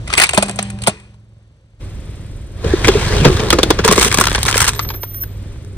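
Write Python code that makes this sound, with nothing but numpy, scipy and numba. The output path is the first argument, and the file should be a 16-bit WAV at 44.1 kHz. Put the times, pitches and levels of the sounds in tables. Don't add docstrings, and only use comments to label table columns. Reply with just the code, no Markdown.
import sys
import numpy as np
from scipy import signal
from scipy.fft import rfft, irfft
from scipy.io import wavfile
from scipy.ndimage import uniform_filter1d
from numba import njit

SR = 44100
rng = np.random.default_rng(int(sys.argv[2]) if len(sys.argv) > 2 else 0)


def materialize(psi):
    bounded = np.clip(np.atleast_2d(psi).T, -1, 1)
    quanta = np.round(bounded * 32767).astype(np.int16)
    wavfile.write(sys.argv[1], SR, quanta)


N = 254456
TIME = np.arange(N) / SR
BOX_SCENE_S, WINDOW_S = 1.805, 3.87
TOY_SCENE = TIME < BOX_SCENE_S


# start in seconds, level in dB, shard pitch in Hz,
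# hollow body and splinter treble in dB against that level, t60 in seconds.
TOY_SNAPS = [(0.075, -19, 2090, -15, -15, 0.08), (0.101, -13.5, 1250, -25.5, -21.5, 0.066),
             (0.128, -7.5, 1270, -21, -14, 0.057), (0.137, -2, 2040, -16.5, -15, 0.021),
             (0.177, 3.5, 2370, -18.5, -11.5, 0.078), (0.199, 7, 1980, -21.5, -10, 0.022),
             (0.217, 4, 1820, -28.5, -13, 0.093), (0.236, 2, 2310, -33.5, -12, 0.05),
             (0.268, -16, 4090, -24.5, 2, 0.017), (0.291, -1, 2740, -30, -7, 0.023),
             (0.308, -18.5, 2330, -14, -4.5, 0.029), (0.334, -1.5, 703, -15.5, -9.5, 0.021),
             (0.345, -16.5, 2505, -7, 0.5, 0.073), (0.376, 3.5, 856, -7, -12.5, 0.053),
             (0.425, -0.5, 703, -8.5, -10, 0.041), (0.458, -26.5, 773, -11, -1.5, 0.049),
             (0.482, -12.5, 775, -12, -10.5, 0.043), (0.495, -12, 727, -8.5, -8, 0.03),
             (0.511, -22.5, 721, -11.5, -0.5, 0.027), (0.559, -34, 703, -4, 10.5, 0.035),
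             (0.589, 2.5, 778, -19, -19, 0.024), (0.627, -20, 754, -18.5, 5.5, 0.019),
             (0.701, -16.5, 1770, -20, -4, 0.021), (0.788, -25.5, 1560, -17, -13, 0.022),
             (0.819, -21, 4270, -23, -3, 0.035), (0.836, -15.5, 3160, -24, -6.5, 0.039),
             (0.872, 4, 773, -6.5, -7.5, 0.058), (0.999, -34, 2040, -15, -10, 0.035),
             (1.141, -43.5, 953, -16, -16.5, 0.056)]
# resonance in Hz, width in Hz, gain in dB.
TOY_HOLLOW = [(383, 21, -8), (625, 47, -8), (780, 270, -16)]
TOY_WALLS = [(1440, 24, -11.5), (1817, 140, 2.5), (2480, 53, 4), (2750, 18, 3.5), (4180, 69, -18),
             (6600, 200, -10), (8270, 130, 7.5)]
# frequency in Hz, noise density in dB.
TOY_SPLINTERS = [(3530, -38.5), (6000, -8.5), (6920, -3), (7680, 2.5), (8340, -5), (8860, 8.5), (9940, 2.5),
                 (11200, -22.5), (15500, -30)]

def toy():
    return cracks(TOY_SNAPS, TOY_HOLLOW, TOY_WALLS, TOY_SPLINTERS)


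BOX_FOLDS = [(2.643, -15.5, 1393, -4.5, -20, 0.054), (2.846, -5, 2170, -10.5, -18, 0.078),
             (2.873, -9.5, 840, -1, -2, 0.011), (2.881, 6, 810, -11.5, -19.5, 0.041),
             (3.251, 2.5, 1430, 1, -40, 0.096), (3.396, -10, 1270, -11.5, -35, 0.074),
             (3.504, 4, 3315, -14, -9, 0.026), (3.528, 0, 1240, -6, -16.5, 0.049),
             (3.587, 3.5, 1150, -9, -25, 0.026), (3.631, 1.5, 3400, -12, -11, 0.032),
             (3.704, 6.5, 1003, -9, -17, 0.032), (3.789, -4.5, 1460, -9, -32, 0.064),
             (3.846, -0.5, 1015, -12, -12, 0.082), (3.878, 4.5, 1370, -38, -7, 0.016),
             (3.884, -1, 1031, -7, -25, 0.06), (3.911, 0.5, 1114, -8, -9, 0.071),
             (3.924, 3, 1110, -10, -5, 0.018), (3.961, -5, 4100, -10.5, -2.5, 0.019),
             (3.979, 4, 1130, -10, -15, 0.029), (4.011, -2, 1170, -10.5, -5.5, 0.028),
             (4.06, -12, 1075, -6, -5, 0.073), (4.077, -9, 2900, -13, -3, 0.032),
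             (4.115, -2.5, 2130, -20.5, -14, 0.019), (4.126, -4, 1720, -17, -6, 0.016),
             (4.142, 1, 1140, -20.5, -6.5, 0.035), (4.173, -7, 1100, -15.5, -7, 0.032),
             (4.185, 7, 713, -9.5, -10.5, 0.011), (4.199, -14, 1680, -7.5, 2, 0.061),
             (4.211, 2, 1101, -14, -6.5, 0.033), (4.239, 2, 1422, -27, -11, 0.015),
             (4.269, -2, 1410, -19.5, -14, 0.03), (4.283, -11.5, 1340, -12, -20, 0.024),
             (4.315, -5, 1630, -13, -26, 0.013), (4.348, 1, 1720, -19, -20, 0.049),
             (4.38, -6, 987, -14, -34, 0.035), (4.43, -9.5, 3753, -22, -1.5, 0.034),
             (4.461, -11, 1370, -12, -4, 0.094), (4.483, -7, 1390, -32, -13, 0.096),
             (4.527, -6, 3210, -18.5, -13, 0.015), (4.543, -9, 1654, -53, -21, 0.034),
             (4.556, -4, 1440, -12, -12, 0.027), (4.578, -3, 1400, -41.5, -3, 0.029),
             (4.604, 1.5, 1390, -37, -3, 0.027), (4.616, -3.5, 1011, -22, -4, 0.036),
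             (4.642, -6.5, 1700, -46, -7, 0.032), (4.667, -11.5, 1341, -26, -25, 0.011),
             (4.677, -2, 1360, -24, -5.5, 0.08), (4.793, -4, 1200, -35, -25, 0.036),
             (4.848, -19.5, 1077, -24, -25, 0.032), (4.889, -20, 4120, -18, -33, 0.019),
             (4.902, -14.5, 920, -16, -40, 0.044), (4.939, -23, 1150, -4.5, -33, 0.048),
             (5.032, -15.5, 964, -12, -29, 0.035), (5.235, -25, 1630, -16, -19, 0.05)]
BOX_HOLLOW = [(201, 92, -3.5), (331, 62, -3), (408, 77, 1.5), (530, 310, -7.5)]
BOX_WALLS = [(1060, 340, -11.5), (1440, 59, 5), (1650, 100, -5.5), (3430, 32, -0.5), (6270, 60, -21),
             (8800, 1400, -8)]
BOX_SPLINTERS = [(3530, -23), (6000, -1), (6980, -6), (8510, 3.5), (9590, -2.5), (11300, -17.5),
                 (12900, -15), (14500, -18.5), (15500, -18.5)]

def box():
    return cracks(BOX_FOLDS, BOX_HOLLOW, BOX_WALLS, BOX_SPLINTERS)


# frequency in Hz, noise density in dB.
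FRACTURE_COLOUR = [(290, -44.5), (500, -21.5), (804, -6.5), (1070, -3), (1400, -4.5), (1540, -5.5),
                   (2740, -4.5), (4210, -5.5), (7000, -12), (9100, -35.5), (15400, -120)]

def cracks(events, hollow_modes, wall_modes, splinter_colour, build_s=0.0012, strain_s=0.007):
    start, db, shard_hz, hollow_db, treble_db, t60 = np.transpose(events)
    rise_s = build_s + 0.03 * t60
    ragged = 0.45 + 0.49 * grit(rate_hz=700, spread_db=2.5, t60=0.0045)
    strain = bursts(start - strain_s, db - 44.5 + 347.5 * t60, strain_s, 0.5 * t60)
    snap = bursts(start, db - 9.5, rise_s=0.00035, t60=0.0062)
    breaking = bursts(start, db - 9.5, rise_s, t60)
    fracture = noise(FRACTURE_COLOUR) * ragged * (strain + snap + breaking)
    pitch = held(start, shard_hz)
    width = pitch / 11 * (pitch / 1000) ** 0.6
    shard = np.array([bandpass(port, pitch, width) for port in fracture])
    splinters = noise(splinter_colour) * ragged
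    splinters *= bursts(start, db + treble_db + 3, 0.64 * rise_s, 0.92 * t60)
    walls = resonate(fracture + splinters, wall_modes)
    hollow = unit(resonate(noise(WHITE), hollow_modes))
    hollow *= bursts(start + 0.0022, db + hollow_db + 1.5, rise_s, 0.93 * t60)
    scatter = noise(FRACTURE_COLOUR) * bursts(start, db - 28, 2 * rise_s, t60=0.17)
    return fracture + splinters + undb(9) * shard + undb(2.5) * walls + hollow + scatter


# start in seconds, level in dB, opening pitch in Hz,
# t60 in seconds.
BOX_THUDS = [(2.64, -8.5, 477, 0.13), (2.659, -2.5, 87.3, 0.088), (2.69, -3.5, 79.2, 0.17),
             (2.736, 7.5, 366.7, 0.032), (2.785, -24, 102, 0.08), (2.843, -4.5, 112, 0.15),
             (2.884, 7, 403, 0.072), (2.952, 8, 430, 0.042), (2.971, -1.5, 142, 0.063),
             (3.009, -14, 117, 0.08), (3.065, -9, 127.1, 0.047), (3.126, -10.5, 146.3, 0.11),
             (3.194, 1.5, 81, 0.064), (3.217, 2.5, 150.3, 0.078), (3.257, 8.5, 145.3, 0.13),
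             (3.291, -4, 393, 0.16), (3.35, 1.5, 93.5, 0.043), (3.395, -3, 434, 0.048),
             (3.527, -3.5, 360, 0.12), (3.585, 1.5, 522, 0.057), (3.629, -12.5, 345, 0.21),
             (3.703, 4.5, 425, 0.046), (3.787, -7, 186, 0.085), (3.847, -2.5, 463.5, 0.097),
             (3.892, -5, 204.4, 0.098), (3.974, -3, 505, 0.071), (4.057, -1.5, 223, 0.065),
             (4.213, -5.5, 373, 0.055), (4.614, 4.5, 117.6, 0.018)]

def thuds():
    out, t = np.zeros(N), np.arange(SR // 4) / SR
    rattle = 1 + 0.61 * wander(350)
    attack = 1 - np.exp(-t / 0.0035)
    for start, db, hz, t60 in BOX_THUDS:
        span = slice(int(start * SR), int(start * SR) + len(t))
        swing = np.sin(2 * np.pi * hz * t * (1 - 1.27 * t)) * rattle[span]
        out[span] += undb(db - 0.5) * attack * 1000. ** (-t / t60) * swing
    return out


# time in seconds, scrape in dB, panel rumble in dB.
GRINDING = [
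    [(0.06, -46, -63), (0.134, -26.5, -30.5), (0.26, -28, -37), (0.32, -34, -56.5), (0.4, -27.5, -32),
     (0.468, -32.5, -35.5), (0.56, -40, -55), (0.636, -34.5, -46), (0.77, -46.5, -56.5),
     (0.896, -35.5, -35), (1.15, -61.5, -75.5)],
    [(2.56, -56, -46.5), (2.67, -26.5, -24.5), (2.82, -24.5, -25), (3.03, -19, -22), (3.41, -23.5, -23),
     (3.8, -36.5, -29), (4.02, -11.5, -25.5), (4.1, -22.5, -31.5), (4.28, -23.5, -47), (4.48, -28.5, -45),
     (4.58, -13, -39), (4.75, -27.5, -37.5), (5.0, -77, -42.5)],
]

def grinding():
    scrape_db, panel_db = curves(GRINDING)
    pressing = sum((TIME > rows[0][0]) & (TIME < rows[-1][0]) for rows in GRINDING)
    stage = np.searchsorted([BOX_SCENE_S, WINDOW_S], TIME)
    treble_db = scrape_db + np.array([-9, -11, -4])[stage]
    treble_db += 0.1442 * (scrape_db + 29)
    load = np.clip((scrape_db + 47) / 12, 0, 1)
    crackle_share = np.array([0.16, 0.33, 0.7])[stage] * load
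    grain = 1 - crackle_share + crackle_share * grit(rate_hz=320, spread_db=3.3, t60=0.007)
    panel = unit(resonate(noise(WHITE), [(89.5, 60, 0.003)] + BOX_HOLLOW)) * undb(3.2 * wander(28))
    scrape = undb(scrape_db - 3.5) * noise(FRACTURE_COLOUR)
    treble = undb(treble_db) * np.where(TOY_SCENE, noise(TOY_SPLINTERS), noise(BOX_SPLINTERS))
    rub = grain * (scrape + treble)
    walls = np.where(TOY_SCENE, undb(4) * resonate(rub, TOY_WALLS), resonate(rub, BOX_WALLS))
    for hz in (1100, 1900, 3400):
        centre = hz * np.exp(0.18 * wander(14))
        band = np.array([bandpass(port, centre, centre / 7) for port in rub])
        walls += undb(4 * wander(22.1) - 6.5) * band
    return pressing * (rub + undb(4.5) * walls + undb(panel_db + 1.5) * panel)


# start in seconds, level in dB.
FILM_TICKS = [(3.9454, -27.5), (3.9962, 3), (4.0291, 8.5), (4.2548, -2), (4.2955, -19), (4.329, -9),
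              (4.3588, -7), (4.389, -12), (4.4972, -6.5), (4.5118, -1), (4.5691, -2), (4.5904, -6),
              (4.6264, -3), (4.6917, 0.5), (4.7521, -18), (4.8279, -19), (4.8344, -22), (4.9616, -31),
              (5.1452, -25), (5.6476, -31)]

def window_film():
    start, db = np.transpose(FILM_TICKS)
    ticks = bursts(start, db - 8.5, rise_s=0.0005, t60=0.014)
    return ticks * (noise(BOX_SPLINTERS) + undb(-1.5) * noise(FRACTURE_COLOUR))


# start in seconds, first thump in dB, lasting ring in dB.
TYRE_BLOWS = [(0.38, -12, -26), (0.591, -36, -27.5), (0.882, -6.5, -45.5)]
# multiple of the cavity pitch, gain in dB.
CAVITY_PARTIALS = [(0.998, 2.5), (1.979, -23.5), (2.95, -15.5), (3.881, -16.5)]

def tyre_cavity(cavity_hz=198.6, drop_hz=115, thump_t60_s=0.051, ring_t60_s=1.6):
    start, thump_db, ring_db = np.transpose(TYRE_BLOWS)
    since = TIME - held(start, start)
    thump = undb(held(start, thump_db) - 60 * since / thump_t60_s)
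    ring = undb(held(start, ring_db) - 60 * since / ring_t60_s)
    pitch = cavity_hz * (1 + 0.015 * np.exp(-np.abs(since) / 0.06))
    air = (thump + ring) * tone(pitch, 0, CAVITY_PARTIALS, waver=0.004, flutter_db=1.8)
    drop = undb(-3) * thump * np.sin(2 * np.pi * drop_hz * since)
    return (since > 0) * TOY_SCENE * (air + drop)


# time in seconds, pitch in Hz, level in dB.
TOY_SQUEAK = [(0.163, 8002, -36), (0.175, 8003, -16), (0.183, 8028, -18)]

def squeak():
    hz, db = curves([TOY_SQUEAK])
    rubbing = (TIME > TOY_SQUEAK[0][0]) & (TIME < TOY_SQUEAK[-1][0])
    return rubbing * tone(hz, db, [(1, 3)], waver=0.003, flutter_db=0.6)


# start in seconds, pitch in Hz, level in dB.
BRAKE_GRABS = [(4.745, 13320, -32), (4.805, 13355, -26), (4.865, 13350, -28), (4.93, 13430, -31),
               (5.0, 13525, -32), (5.064, 13485, -32), (5.13, 13510, -28), (5.2, 13615, -22)]
# multiple of the pitch, gain in dB.
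BRAKE_PARTIALS = [(1, 0), (.714, -25), (.426, -17)]

def brake(release_s=5.243, echo_db_per_s=-165):
    start, hz, db = np.transpose(BRAKE_GRABS)
    edges = np.r_[start, release_s]
    middle = (edges[1:] + start) / 2
    grabs = np.interp(TIME, edges, np.arange(len(edges)))
    swell = np.abs(np.sin(np.pi * grabs)) + undb(-11)
    pitch, level_db = np.interp(TIME, middle, hz), np.interp(TIME, middle, db) - 2
    squeal = (TIME > start[0]) * swell * tone(pitch, level_db, BRAKE_PARTIALS, waver=0.0015, flutter_db=2.5)
    echo = noise([(13200, -60), (13450, 0), (13650, 0), (13900, -60)])
    echo *= undb(-41 + echo_db_per_s * np.maximum(TIME - release_s, 0))
    return np.where(TIME < release_s, squeal, echo)


# time in
# seconds, firing rate in Hz, level of exhaust and rumble together in dB (swelling as the box is
# crushed), drone in dB, fan and valve gear in dB.
ENGINE_AND_RUMBLE = [
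    [(0.0, 22.94, -31.5, -22.5, -42), (0.2, 23.44, -37.5, -43, -40), (0.6, 22.76, -42, -33.5, -40.5),
     (0.8, 22.66, -37, -28.5, -51), (0.98, 22.36, -50.5, -45, -56), (1.5, 21.82, -55, -47, -62),
     (1.79, 21.7, -55, -53, -60.5)],
    [(1.81, 19, -34.5, -31.5, -43), (2.47, 19.5, -36, -43, -44), (2.8, 19.5, -27, -28.5, -41.5),
     (3.3, 20.9, -24, -30.5, -38), (3.65, 21.3, -28, -33, -34.5), (4.3, 20.3, -27.5, -28, -35.5),
     (4.62, 22.4, -29.5, -22.5, -41.5), (5.03, 20.1, -40, -34, -47.5), (5.44, 19.7, -35, -29.5, -45.5),
     (5.77, 19.5, -35, -34, -46.5)],
]
# resonance in Hz, width in Hz, gain in dB.
EXHAUST_MODES = [(41.27, 2.8, -6), (65.6, 20.3, -1), (120, 38, -3), (182, 84, -23), (307, 25, -21.5)]
# frequency in Hz, noise density in dB.
RUMBLE_COLOUR = [(15, -12), (32, -5), (48, 2.5), (62, 0), (102, -12), (166, -22.5), (252, -19), (400, -19),
                 (880, -66)]
FAN_COLOUR = [(88, -30.5), (150, -0.5), (366, -21), (530, -12), (751, -23.5), (3410, -26.5), (5130, -31),
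              (8330, -36.5), (9730, -39.5), (11400, -52.5), (13000, -44.5), (14300, -56), (15500, -83.5)]

def engine_and_rumble(drone_order=4.95):
    firing_hz, low_db, drone_db, gear_db = curves(ENGINE_AND_RUMBLE)
    firings = np.cumsum(firing_hz * (1 + 0.0087 * wander(12))) / SR
    strength = undb(3.3 * rng.standard_normal(N // 100))[firings.astype(int)]
    pulses = np.diff(np.floor(firings), prepend=0) * strength
    exhaust = undb(low_db + np.where(TOY_SCENE, 6, 2)) * unit(resonate(pulses, EXHAUST_MODES))
    valve_phase = np.pi * (firings - 0.35)
    ticks = np.cos(valve_phase) ** 6 + 0.4 * np.sin(valve_phase) ** 6
    valves = ticks * noise([(3000, -34), (8500, 2), (11500, -13), (13000, -13.5), (15500, -33)])
    fan = undb(wander(9)) * noise(FAN_COLOUR)
    drone = tone(drone_order * firing_hz, drone_db, [(1, 0)], waver=0.015, flutter_db=1.5)
    rumble = undb(low_db + np.where(TOY_SCENE, 1, 4.5)) * noise(RUMBLE_COLOUR)
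    return exhaust + rumble + drone + undb(gear_db + 3.5) * (fan + undb(-12) * valves)


# frequency in Hz, noise density in dB.
WHITE = [(20, 0), (20000, 0)]
# frequency in Hz, likeness from 0 to 1.
PORT_LIKENESS = [(100, .96), (400, .94), (1000, .78), (2500, .62), (5000, .48), (9000, .65), (14000, .82)]

def noise(colour):
    mid, side = rfft(rng.standard_normal((2, N)))
    alike = per_bin(PORT_LIKENESS)
    pair = np.sqrt(1 + alike) * mid + np.sqrt(1 - alike) * side * np.array([[1], [-1]])
    return unit(irfft(pair * undb(per_bin(colour)), N))


def tone(hz, db, partials, waver, flutter_db):
    phase = 2 * np.pi * np.cumsum(hz * (1 + waver * wander(55))) / SR
    level = np.sqrt(2) * undb(db + flutter_db * wander(45))
    return level * sum(undb(gain_db) * np.sin(ratio * phase) for ratio, gain_db in partials)


def bursts(start, db, rise_s, t60):
    out, t = np.zeros(N), np.arange(SR // 3) / SR
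    rise_s, t60 = np.clip(rise_s, 0.0003, 0.02), np.clip(t60, 0.004, 0.4)
    for onset, gain, rise, decay in np.broadcast(start, undb(db), rise_s, t60):
        i = int(onset * SR)
        shape = np.where(t < rise, 0.4 + 0.79 * t / rise, 1000. ** ((rise - t) / decay))
        out[i:i + len(t)] += gain * shape[:N - i]
    return out


def grit(rate_hz, spread_db, t60):
    hits = (rng.random(N) < rate_hz / SR) * undb(spread_db * rng.exponential(size=N))
    return unit(signal.lfilter([1], [1, -1000. ** (-1 / (t60 * SR))], hits))


def resonate(x, modes):
    return sum((-1) ** k * undb(db) * signal.lfilter(*signal.iirpeak(hz, hz / width, SR), x)
               for k, (hz, width, db) in enumerate(modes))


@njit
def bandpass(x, hz, width):
    out, band_state, low_state = np.empty(len(x)), 0., 0.
    for i in range(len(x)):
        g, damping = np.tan(np.pi * hz[i] / SR), width[i] / hz[i]
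        band = (band_state + g * (x[i] + 1e-18 - low_state)) / (1 + g * (g + damping))
        band_state, low_state = 2 * band - band_state, low_state + 2 * g * band
        out[i] = damping * band
    return out


def wander(rate_hz):
    hold = int(SR / rate_hz)
    steps = np.repeat(rng.standard_normal(N // hold + 1), hold)
    return 1.3 * uniform_filter1d(uniform_filter1d(steps, hold), hold)[:N]


def held(start, values):
    return values[np.maximum(np.searchsorted(start, TIME) - 1, 0)]


def curves(tables):
    seconds, *columns = np.vstack(tables).T
    return [np.interp(TIME, seconds, column) for column in columns]


def per_bin(table, size=N):
    hz, values = np.transpose(table)
    return np.interp(np.log(np.arange(size // 2 + 1) * SR / size + 1), np.log(hz), values)


def undb(db):
    return 10 ** (np.asarray(db) / 20)


def unit(x):
    return x / np.sqrt(np.mean(x ** 2))


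def scene():
    return (engine_and_rumble() + thuds() + grinding() + window_film() + toy() + box()
            + tyre_cavity() + squeak() + brake())


# frequency in Hz, left minus right in dB.
PORT_BALANCE = [(60, -1.0), (110, -1.0), (200, -0.5), (380, -0.5), (700, 1.5), (1290, 4.0), (2380, 3.0),
                (4400, 0.5), (8120, -3.5), (15000, -1.5)]
# frequency in Hz, lead of the left port in radians.
PORT_LEAD = ([(0, 0), (1980, 1.7), (4310, 6.8), (5860, 12.3), (8530, 18.8), (9820, 23.9), (11300, 20.6),
             (15200, 26)], [(0, 0), (350, 0.35), (690, 0.5), (950, -0.2), (1640, -0.5), (2930, 2.2),
             (3360, 0.4), (4650, 2.8), (6890, 3.4), (11000, -2.9), (15200, -9.1)])
# frequency in Hz, gain in dB.
TOY_PICKUP = [(20, -27), (45, -1), (350, -1), (1000, -1), (10500, -3), (12000, -3.5), (15500, -8)]

def record(dry, top_hz=15650, pad=2048):
    sides, size = np.array([[0.5], [-0.5]]), N + 2 * pad
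    hz = np.arange(size // 2 + 1) * SR / size
    spectrum = rfft(np.pad(dry, ((0, 0), (pad, pad)), "reflect"))
    spectrum *= undb(sides * per_bin(PORT_BALANCE, size))
    toy_phase, box_phase = (sides * np.interp(hz, *np.transpose(lead)) for lead in PORT_LEAD)
    toy_scene = irfft(spectrum * np.exp(1j * toy_phase) * undb(per_bin(TOY_PICKUP, size)), size)
    box_scene = irfft(spectrum * np.exp(1j * box_phase), size)
    ports = np.where(TOY_SCENE, toy_scene[:, pad:-pad], box_scene[:, pad:-pad])
    lowpass = signal.ellip(8, 0.2, 40, top_hz, fs=SR, output="sos")
    return signal.sosfilt(lowpass, np.clip(ports, -1, 1))


dry = scene()
out = record(dry)
materialize(out)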